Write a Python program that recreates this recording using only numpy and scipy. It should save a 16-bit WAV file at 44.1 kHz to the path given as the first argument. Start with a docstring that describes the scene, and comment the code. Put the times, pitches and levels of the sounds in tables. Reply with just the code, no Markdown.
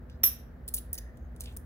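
"""In a small room, coins are sorted by hand close to a stereo microphone.
One coin strikes another, the surface below gives a dull knock, and the metal rings until the fingers
close on it. Then coins in the palm click, chatter and slide over each other, their ring cut short
by the skin. A low rumble, a faint hiss and mains hum fill the room."""
import sys
import numpy as np
from scipy import signal
from scipy.fft import rfft, irfft, next_fast_len
from scipy.io import wavfile
from scipy.ndimage import map_coordinates

SR = 44100
rng = np.random.default_rng(int(sys.argv[2]) if len(sys.argv) > 2 else 0)


def inscribe(sig):
    """Save sig as 16-bit PCM at rate SR to the path in sys.argv[1].

    A 1-D sig is mono; a 2-D sig holds one channel per row.
    Samples are clipped to [-1, 1] before scaling.
    """
    pcm = np.round(np.clip(np.atleast_2d(sig).T, -1, 1) * 32767)
    wavfile.write(sys.argv[1], SR, pcm.astype(np.int16))


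N = 72765

# lead: how much earlier the left microphone hears it; pan: left minus right; room: level of the echo
STRIKE_SPOT = dict(lead_ms=0.076, pan_db=-3.5, room_db=-8.5)
PALM_SPOT = dict(lead_ms=0.13, pan_db=-0.5, room_db=-13.5)


def struck_coin():
    """Metal hits metal in a quick chatter, then rings brightly until the fingers catch it."""
    # each contact (time [s], level [dB], fade time [s])
    contacts = [(.2336, -21, .004), (.2362, -18, .002), (.2382, -15, .002), (.2415, -27, .02),
                (.2635, -30, .008), (.276, -30, .005)]
    # tone colour of a contact (frequency [Hz], relative level [dB])
    colour = [(150, -5.5), (700, -13.5), (1200, -13.5), (2500, -9), (3800, -6.5), (4650, -13.5), (5650, 7),
              (6700, -6), (9000, -8.5), (10900, -9), (12900, 10.5), (14200, -2), (15400, 2), (16200, -8)]
    # the tones the coins ring with (frequency [Hz])
    ring_hz = [5440, 5795, 7280, 9830, 9960, 12200, 12283, 12830, 13290, 15360]
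    # for each of those tones (level [dB], time to fade by 60 dB [s], left minus right [dB])
    ring_tones = [(-42, .2, -2), (-40, .25, -2), (-47.5, .2, 0), (-28.5, 0.17, -6.5), (-31.5, 0.18, -6),
                  (-18.5, 0.25, 0), (-25, .13, 0), (-26, .14, -3), (-25.5, .04, -8), (-27, .22, 2)]
    start_s, caught_s, caught_fade_s, rise_s = 0.2355, 0.287, 0.022, 0.00053
    out, t = np.zeros((2, N)), np.arange(SR // 2) / SR
    for s, db, fade_s in contacts:
        add(out, s, in_room(amp(db) * contact_noise(colour, fade_s, len(t)), **STRIKE_SPOT))
    time_held = np.maximum(t - (caught_s - start_s), 0)
    for hz, (db, fade_s, pan_db) in zip(ring_hz, ring_tones):
        fade = amp(db - 60 * (t / fade_s + time_held / caught_fade_s))
        phase = 2 * np.pi * (hz * t + rng.random())
        rattle = 0.75 * wobble(190)[:len(t)]  # the coins still touch as they ring
        ring = fade * (1 - np.exp(-t / rise_s)) * np.sin(phase + rattle)
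        add(out, start_s, in_room(ring, STRIKE_SPOT["lead_ms"], pan_db, room_db=-5))
    return out


def palm_coins():
    """Each touch in the palm is a short rough chatter and a ring that the skin soon stops."""
    # each touch (time [s], level [dB], chatter fade time [s], brightness [dB per octave],
    # large coin's ring [relative dB], small coin's ring [relative dB])
    touches = [(0.098, -61.5, 0.003, -21, 0, 7.5), (0.598, -94, .002, 9, -13, -8),
               (0.6787, -32.5, 0.0028, -5.5, -12, 5.5), (0.686, -30, 0.0036, -2.5, -38, -2),
               (0.7398, -23.5, 0.0038, -1.5, -21, 8.5), (0.7435, -24.5, 0.0084, 0.5, 2.5, -21),
               (.7645, -29, .002, 12, -6, 0), (0.7693, -36.5, 0.0051, -8.5, 0, -4),
               (0.778, -38, 0.0074, -10.5, -7, -14), (0.7838, -36.5, 0.0017, 9, -1, 10.5),
               (.930, -33.5, 0.0025, 18, -2, 13), (0.932, -27.5, 0.0013, -2, 2.5, -17),
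               (.9422, -30.5, 0.0028, -1, 2, -18), (0.951, -41.5, 0.0054, -8, -2, 13),
               (.978, -36, 0.00067, -14, 6, 3), (0.9823, -40.5, 0.0037, 17, -21, 6),
               (0.9847, -43.5, 0.0031, -15, 12.5, -11), (1.172, -56, .004, -10.5, -16, -6),
               (1.363, -49, 0.0017, -7.5, -8, -10), (1.4, -46, 0.0027, -5, 0, -6),
               (1.4069, -29, 0.0015, -2.5, 4, 4), (1.416, -43.5, 0.0068, -11, -6, -3),
               (1.437, -44.5, .008, -9.5, -17, 2), (1.458, -45, 0.0016, -18, -4, -6),
               (1.5662, -33.5, 0.00079, 2, -27, -3), (1.57, -31.5, 0.0018, 1.5, -1.5, -21)]
    # tone colour of the chatter (frequency [Hz], relative level [dB])
    colour = [(300, -48.5), (2000, -29), (3200, -15.5), (5000, -9.5), (7000, -7), (9000, 0.5), (11000, 6),
              (13000, 1.5), (15300, 2.5), (16500, 4)]
    # each coin's tones (frequency [Hz], relative level [dB], time to fade by 60 dB [s])
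    large_coin = [(5050, -21.5, 0.015), (5540, -22, 0.0098), (6145, -18, 0.024), (6950, -14.5, 0.012),
                  (8720, -19, 0.017)]
    small_coin = [(10285, -6, 0.024), (10713, -7.5, 0.025), (14790, -24, 0.051), (13710, -14, 0.02),
                  (15500, -29, 0.023)]
    out, t = np.zeros((2, N)), np.arange(SR // 2) / SR
    for s, db, fade_s, brightness, large_db, small_db in touches:
        ring = amp(large_db) * short_ring(large_coin, t) + amp(small_db) * short_ring(small_coin, t)
        chatter = contact_noise(colour, fade_s, len(t))
        tilt = lambda hz: amp(brightness * np.log2(np.clip(hz, 3000, 16000) / 10000))
        click = amp(db) * filtered(chatter + ring, tilt)
        add(out, s, in_room(click, **PALM_SPOT))
    return out


def surface_knock():
    """The strike shakes the surface below, which gives a short dull knock."""
    # the surface's tones (frequency [Hz], level [dB], time to fade by 60 dB [s])
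    tones = [(258, -41.5, .05), (370, -42, 0.056), (864, -46, 0.035), (1183, -40, 0.046),
             (1820, -37, 0.019), (2605, -36.5, 0.028), (3785, -31.5, .025)]
    out, t = np.zeros(N), np.arange(SR // 2) / SR
    add(out, s=0.2358, sound=short_ring(tones, t))
    return in_room(out, **STRIKE_SPOT)


def sliding_coins():
    """Coin faces rub together in faint grainy scrapes that swell and fade."""
    # each slide (start [s], length [s], level [dB], centre frequency [Hz], width [octaves])
    slides = [(0.081, .1, -73.5, 4300, 0.38), (0.869, 0.31, -65.5, 1860, 0.095),
              (1.135, 0.16, -83.5, 6570, 0.061), (1.334, .09, -76, 8000, .7),
              (1.442, 0.088, -58, 3000, 0.37), (1.417, 0.15, -65.5, 10000, 1)]
    out, t = np.zeros(N), np.arange(N) / SR
    for s, length, db, centre_hz, octaves in slides:
        band = lambda hz: np.exp(-0.5 * (np.log2((hz + 1) / centre_hz) / octaves) ** 2)
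        hiss = filtered(rng.standard_normal(N), band)
        grain = amp(3.5 * wobble(250))
        swell = np.sin(np.pi * np.clip((t - s) / length, 0, 1))
        out += amp(db) * unit(hiss * grain) * swell
    return in_room(out, **PALM_SPOT)


def room_tone():
    """The room's steady rumble and hiss, with a slightly wavering hum."""
    # tone colour of the rumble and hiss (frequency [Hz], relative level [dB])
    colour = [(24, -25.5), (40, -9), (64, -0.5), (104, -17.5), (133, -15), (215, -20.5), (243, -17),
              (269, -24.5), (503, -28.5), (630, -28.5), (751, -32), (965, -37.5), (1760, -37), (2630, -54),
              (8550, -68), (16000, -56.5)]
    # how alike left and right are (frequency [Hz], likeness [0 to 1])
    likeness = [(60, .99), (125, 0.91), (250, 0.84), (500, 0.54), (1000, 0.14), (3000, 0.199), (10000, .05)]
    # the hum's tones (frequency [Hz], level [dB])
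    hum_tones = [(57.2, -47.5), (76, -54), (120, -61), (240, -61.5), (497, -70.5)]
    t, hum = np.arange(N) / SR, np.zeros(N)
    spread = lambda hz: np.arccos(along(likeness, hz)) / 2
    gains = lambda hz: amp(along(colour, hz)) * [np.cos(spread(hz)), np.sin(spread(hz))]
    middle, side = filtered(rng.standard_normal((2, N)), gains)
    for hz, db in hum_tones:
        peak = np.sqrt(2) * amp(db + 1.8 * wobble(9))
        phase = 2 * np.pi * (hz * t + rng.random()) + 0.35 * wobble(8)
        hum += peak * np.sin(phase)
    return amp(-45.5) * unit(np.array([middle + side, middle - side])) + hum


def contact_noise(colour, fade_s, size):
    """A rough contact: a burst of noise that starts at once and dies away."""
    t = np.arange(size) / SR
    gain = amp(along(colour, np.fft.rfftfreq(size, 1 / SR)))
    # build a filter with this colour that makes no sound ahead of the hit
    log_response = irfft(np.log(unit(gain)), size)
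    forward_only = 1 + np.sign(size / 2 - np.arange(size)) - (t == 0)
    response = np.exp(rfft(log_response * forward_only))
    noise = rng.standard_normal(size) * np.exp(-t / fade_s)
    return irfft(rfft(noise) * response, size)


def short_ring(tones, t, detune=0.006, rise_s=0.00067):
    """Tones that build up and die quickly, at a slightly different pitch with each touch."""
    ring = np.zeros(len(t))
    for hz, db, fade_s in tones:
        pitch = hz * (1 + detune * rng.standard_normal())
        ring += amp(db - 60 * t / fade_s) * np.sin(2 * np.pi * (pitch * t + rng.random()))
    return ring * (1 - np.exp(-t / rise_s))


def in_room(x, lead_ms, pan_db, room_db):
    """Sound reaches both microphones directly, off the hands and table, and as the room's echo."""
    # how long the room echoes (frequency [Hz], time to fade by 60 dB [s])
    echo_times = [(300, 0.22), (2500, 0.46), (6000, 0.3), (10000, 0.26), (15000, 0.21)]
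    echo_delay_s, echo_pan_db, near_peak_s, near_db = 0.0056, -3, 0.0026, -6
    sides = np.array([[0.5], [-0.5]])  # left, right
    direct = filtered(x, lambda hz: np.exp(2j * np.pi * hz * sides * lead_ms / 1000))
    hz, t, bands = signal.stft(rng.standard_normal((2, SR // 2)), SR, nperseg=256)
    fade = amp(-60 * t / along(echo_times, hz)[:, None])
    echo = signal.istft(bands * fade, SR, nperseg=256)[1]
    age = np.arange(echo.shape[1]) / SR
    echo *= age > echo_delay_s
    echo *= amp(room_db + echo_pan_db * sides) / np.linalg.norm(echo[0])
    near = rng.standard_normal(echo.shape) * age * np.exp(-2 * age / near_peak_s)
    near *= amp(near_db) / np.linalg.norm(near[0])
    reflected = signal.fftconvolve(x[None], echo + near, axes=1)[:, :len(x)]
    return amp(pan_db * sides) * direct + reflected


def amp(db):
    """Turn decibels into a number to multiply by."""
    return 10 ** (np.asarray(db) / 20)


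def unit(x):
    """Scale to an average (rms) level of 1."""
    return x / np.sqrt(np.mean(x ** 2) + 1e-20)


def along(points, hz):
    """Read between (frequency, value) points, with octaves evenly spaced."""
    frequencies, values = np.transpose(points)
    return np.interp(np.log(hz + 1), np.log(frequencies + 1), values)


def wobble(rate):
    """A smooth curve through `rate` random points a second."""
    return map_coordinates(rng.standard_normal(N), [np.arange(N) * rate / SR], order=3)


def filtered(x, response):
    """Multiply each frequency in x by response(hz)."""
    n = x.shape[-1]
    padded = next_fast_len(n + SR // 10)
    return irfft(rfft(x, padded) * response(np.fft.rfftfreq(padded, 1 / SR)), padded)[..., :n]


def add(track, s, sound):
    """Mix a sound into the track at s seconds."""
    part = track[..., max(round(s * SR), 0):][..., :sound.shape[-1]]
    part += sound[..., :part.shape[-1]]


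def scene():
    """All the coins over the room's background sound."""
    return struck_coin() + surface_knock() + palm_coins() + sliding_coins() + room_tone()


def record(dry):
    """The recorder cuts the deepest bass and the very highest treble."""
    low_cut_hz, high_cut_hz = 42, 15800
    thinned = filtered(dry, lambda hz: 1 - 1 / (1 + (hz / low_cut_hz) ** 12))
    return filtered(thinned, lambda hz: 1 / np.sqrt(1 + (hz / high_cut_hz) ** 180))


dry = scene()
out = record(dry)
inscribe(out)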